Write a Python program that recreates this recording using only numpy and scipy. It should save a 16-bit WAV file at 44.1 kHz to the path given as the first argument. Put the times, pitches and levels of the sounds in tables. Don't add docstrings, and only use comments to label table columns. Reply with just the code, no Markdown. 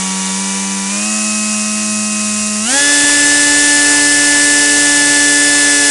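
import sys
import numpy as np
from scipy import signal
from scipy.fft import rfft, irfft, next_fast_len
from scipy.io import wavfile
from scipy.ndimage import uniform_filter1d

SR = 44100
rng = np.random.default_rng(int(sys.argv[2]) if len(sys.argv) > 2 else 0)


def level_to_linear(level):
    exponent = np.asarray(level, float) / 20
    return 10 ** exponent


def int16_out(signal):
    q = np.round(np.clip(np.atleast_2d(signal).T, -1, 1) * 32767)
    wavfile.write(sys.argv[1], SR, q.astype(np.int16))


N = 260190


def rms_one(x):
    return x / np.sqrt(np.mean(x ** 2) + 1e-20)


def in_time(rows):
    s, *columns = np.transpose(rows)
    return [np.interp(np.arange(N) / SR, s, column) for column in columns]


def drift(rate_per_s):
    pole = np.exp(-80 * np.pi * rate_per_s / SR)
    sparse = rng.standard_normal(N // 40 + 2002)
    slow = signal.lfilter([1], [1, -2 * pole, pole * pole], sparse)[2000:]
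    return np.interp(np.arange(N) / 40, np.arange(len(slow)), rms_one(slow))


# (time [s], shaft speed [Hz])
THROTTLE = [(0, 189.6), (.33, 190.8), (.4, 193.8), (.55, 194.8), (.87, 195.2), (.93, 201.8), (.97, 203.5),
            (1.07, 213.2), (2.6, 211.1), (2.645, 217.8), (2.7, 253), (2.735, 271.5), (2.77, 281),
            (2.82, 286.6), (2.93, 289), (3.6, 290.6), (5.5, 289.7), (5.9, 287.8)]


def shaft_speed():
    shaft_hz, = in_time(THROTTLE)
    shaft_hz = uniform_filter1d(shaft_hz, size=SR // 70, mode="nearest")
    return shaft_hz + 0.1302 * drift(3.013)


# (centre [Hz], width [Hz], level [dB])
CASING_MODES = [(237.7, 4.5, -5), (266, 3.2, -5), (271, 2.1, 3), (283.5, 3.3, -11), (552, 18.7, 7.5),
                (612, 15.6, 7.5), (690, 12.2, -9), (750, 26, 8.5), (804, 5.6, -18), (839, 21, 10.5),
                (1188, 60, -9.5), (2876, 95, 3.5), (3140, 70, -16), (3967, 98, 13)]


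def casing(hz):
    return sum(db * np.exp(-((hz - centre_hz) / width_hz) ** 2) for centre_hz, width_hz, db in CASING_MODES)


PASSING_HZ = (194, 212, 262, 289)
# (multiple of shaft speed, slow [dB], middle [dB], spin-up [dB], fast [dB])
MAIN_ORDERS = [(1, -22, -21, -23.5, -19.5), (2, -41.5, -48, -32.5, -29.5), (3, -48.5, -36, -31.5, -35.5),
               (6, -30, -33, -23, -14), (12, -34, -29.5, -24, -27.5), (18, -42, -44, -41, -24.5),
               (.5, -55.5, -45.5, -52, -43), (1.5, -41.5, -41.5, -42, -36.5), (5, -31.5, -36.5, -32, -32),
               (7, -41.5, -47, -26, -25.5), (9, -40.5, -39, -33, -29.5), (10, -39, -47, -34, -32.5)]


def main_levels(shaft_hz, wobble_db, aim_db, contact_db):
    coarse = slice(None, None, 40)
    stance_db = {.5: contact_db, 1.5: 1.05 * wobble_db, 12: aim_db}
    stance_db[3] = 2.5 * drift(9.7) * np.interp(shaft_hz, [285, 288], [0, 1])
    stance_db[2] = -1.8 * aim_db * np.interp(shaft_hz, [205, 212, 225], [0, 1, 0])
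    levels = []
    for multiple, *levels_db in MAIN_ORDERS:
        is_half = round(2 * multiple) % 2
        shape_db = np.interp(shaft_hz[coarse], PASSING_HZ, levels_db)
        shape_db += (1 - is_half) * casing(multiple * shaft_hz[coarse])
        shape_db = np.interp(np.arange(N), np.arange(N)[coarse], shape_db)
        sway_db = (min(0.36 * multiple, 0.5) + is_half * 1.5) * drift(3.7)
        levels.append(shape_db + stance_db.get(multiple, 0) + sway_db)
    return levels


SETTINGS_HZ = (194, 212, 289)
# (multiple of shaft speed, slow [dB], middle [dB], fast [dB])
WEAK_ORDERS = [ (2.5, -43, -49, -41), (3.5, -56, -43, -44.5), (4, -44, -46, -39), (4.5, -41, -63, -67),
               (5.5, -46, -42.5, -63), (7.5, -46, -61, -39), (7.95, -63, -58, -40), (11, -52, -78, -39.5),
               (13, -41, -35, -33), (15, -39, -47, -32), (16, -51, -48, -36.5), (17, -59, -47, -32.5),
               (19, -39.5, -50.5, -53), (20, -58, -57, -31), (21, -52, -42.5, -29.5), (22, -50, -54, -71),
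               (23, -50, -41.5, -51), (24, -53, -51, -27), (25, -42, -37.5, -36), (26, -60, -48, -29),
               (27.01, -51, -36, -32), (28, -44, -37, -29), (29, -52, -54, -37), (30, -48, -70, -37),
               (31, -37, -47, -27.5), (32.6, -55, -33.5, -31.5), (34.2, -39, -60, -40)]


def motor(turn, shaft_hz, wobble_db, main_db):
    angle = turn + 0.0085 * drift(14)
    start = rng.uniform(0, 2 * np.pi, 80)
    start[14] = np.pi + 2 * start[12] - start[10]
    start[3] = np.pi + 2 * start[2] - start[1]
    out = np.zeros(N)
    for (multiple, *_), level_db in zip(MAIN_ORDERS, main_db):
        gain = level_to_linear(level_db + 0.017 * multiple * drift(10.0))
        out += gain * np.sin(multiple * angle + start[round(2 * multiple)])
    wavers = [drift(5) for _ in range(7)]
    slips = [drift(15) for _ in range(5)]
    for k, (multiple, *levels_db) in enumerate(WEAK_ORDERS):
        half = round(2 * multiple)
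        level_db = np.interp(shaft_hz, SETTINGS_HZ, levels_db)
        level_db += half % 2 * wobble_db + 1.6 * wavers[k % 7]
        slip = 0.0011 * multiple ** 2 * slips[k % 5]
        out += level_to_linear(level_db) * np.sin(half / 2 * angle + start[half] + slip)
    return np.sqrt(2) * out


# (frequency [Hz], slow [dB], middle [dB], fast [dB])
AIR_COLOUR = [(90, -16, -18, -10), (252, -12.5, -14, -8.5), (690, -6, -12.5, -4.5), (1250, -5, -6.5, -5.5),
              (1910, -1, -3.5, -1), (2500, -0.5, -2.5, 0.5), (3000, 0.5, -2.5, 2), (3420, -1, -7.5, -2),
              (5240, 1, 2.5, 4), (5800, 6.5, 4.5, 5.5), (7340, 7.5, 8, 7), (8140, 5, 7, 10),
              (9200, 5.5, 6, 5.5), (10400, 3, 4.5, 7)]


def air(turn, shaft_hz, rush_db, duct_db, patchy_db, throb, blade_throb):
    size = next_fast_len(N)
    spectrum = rfft(rng.standard_normal(size))
    log_hz = np.log(np.arange(size // 2 + 1) * SR / size + 1)
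    echo_s, echo_share = 0.000913, 0.065
    spectrum *= 1 - echo_share * np.exp(-2j * np.pi * np.exp(log_hz) * echo_s)
    centres = np.log([row[0] for row in AIR_COLOUR])
    together = drift(0.89)
    pulsing = 1 + throb * np.sin(turn) + .3 * throb * np.sin(turn / 2) + blade_throb * np.sin(6.0 * turn)
    out = np.zeros(N)
    for k, (hz, *levels_db) in enumerate(AIR_COLOUR):
        weight = np.interp(log_hz, centres, np.arange(len(AIR_COLOUR)) == k)
        band = irfft(spectrum * weight, size)[:N]
        treble = np.clip(hz / 5000, 0, 1)
        level_db = np.interp(shaft_hz, SETTINGS_HZ, levels_db) + rush_db + (1 - treble) * duct_db
        level_db += patchy_db * (.5 * together + drift(24))
        out += level_to_linear(level_db) * band * (1 + treble * (pulsing - 1))
    return out


def draught(draught_db):
    band = signal.butter(1, [22, 45], "band", fs=SR, output="sos")
    low = signal.sosfilt(band, rng.standard_normal(N + SR))[SR:]
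    low = signal.sosfilt(signal.butter(2, 16, "high", fs=SR, output="sos"), low)
    return level_to_linear(draught_db - 0.5 + 1.3 * drift(9.4)) * rms_one(low)


# (time [s], peak level [dB], body resonance [Hz])
GRIP_SHIFTS = [
    (3.034, -23, 210),
    (3.038, -24, 895),
    (3.088, -21, 750),
    (3.125, -28, 897),
]


def handling():
    out = np.zeros(N)
    t = np.arange(SR // 10) / SR
    puffs = rng.standard_normal((len(GRIP_SHIFTS), len(t)))
    for (s, peak_db, hz), puff in zip(GRIP_SHIFTS, puffs):
        band = signal.butter(1, [0.64 * hz, 2.0 * hz], "band", fs=SR, output="sos")
        body = rms_one(signal.sosfilt(band, puff))
        at = round(s * SR)
        out[at:at + len(t)] += level_to_linear(peak_db) * body * t / 0.0055 * np.exp(1 - t / 0.0063)
    return out


# (time [s], nearness [dB], gust [dB],
# rotor wobble [dB], aim at the blades [dB], desk contact [dB])
STANCE = [(0, 1, 3, 2, -1, 3), (.12, .5, -1, 1, -2, 0), (.5, 0.4, 2, 2, 1.5, 2), (.82, -1, .5, 0.5, -1, .5),
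          (1.0, 0.7, .5, 5, 3, -13), (1.12, 1, 3, 5, 2.5, -7), (1.4, 1, .5, 0, 3.5, -1),
          (1.7, 0.2, -2, .5, 0, -2), (2.15, 0.2, .5, .5, 0.5, -1), (2.33, 0.8, -.5, -2.5, -0.5, 4),
          (2.6, -0.5, 3, -4, -3, 3), (2.88, -0.7, -3, 0, 5.5, -4), (3.1, 0.1, 5, -6, 3, -9),
          (3.32, -0.3, -5, 1.5, -2, 4.5), (3.6, -0.1, 5, 0.5, -0.5, 0), (4.1, -0.1, 5, 4, -7, 1.5),
          (5.0, -0.6, -1, 2, 0.5, 1), (5.9, -.2, .5, 6, 1, -2)]
RUSH_DB, DRAUGHT_DB = (-20, -19.5, -14, -13.5), (-56, -55, -53, -47)


def scene():
    shaft_hz = shaft_speed()
    near_db, gust_db, wobble_db, aim_db, contact_db = in_time(STANCE)
    turn = 2 * np.pi * np.cumsum(shaft_hz) / SR
    surge = uniform_filter1d(np.gradient(shaft_hz) * SR * (shaft_hz < SETTINGS_HZ[1]), size=SR // 20)
    duct_db = 0.4 + 0.96 * drift(5.5) + 0.0377 * surge
    rush_db = np.interp(shaft_hz, PASSING_HZ, RUSH_DB) + near_db
    rush = air(turn, shaft_hz, rush_db, duct_db, patchy_db=0.4, throb=0.14, blade_throb=0.02)
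    tones = motor(turn, shaft_hz, wobble_db, main_levels(shaft_hz, wobble_db, aim_db, contact_db))
    rumble = draught(np.interp(shaft_hz, PASSING_HZ, DRAUGHT_DB) + gust_db)
    return (tones + rush + rumble + handling())[None]


def band_limit(x):
    return signal.sosfilt(signal.butter(12, 11500, fs=SR, output="sos"), x)


def record(dry):
    clip_level, edge_hz, shelf_db = .67, 10600, -22
    x = signal.sosfiltfilt(signal.butter(12, 12200, fs=SR, output="sos"), dry)
    x = clip_level * x / (clip_level ** 6 + x ** 6) ** (1 / 6)
    low = signal.sosfiltfilt(signal.butter(18, edge_hz, fs=SR, output="sos"), x)
    mix = low + level_to_linear(shelf_db) * (x - low)
    return band_limit(mix)


dry = scene()
out = record(dry)
int16_out(out)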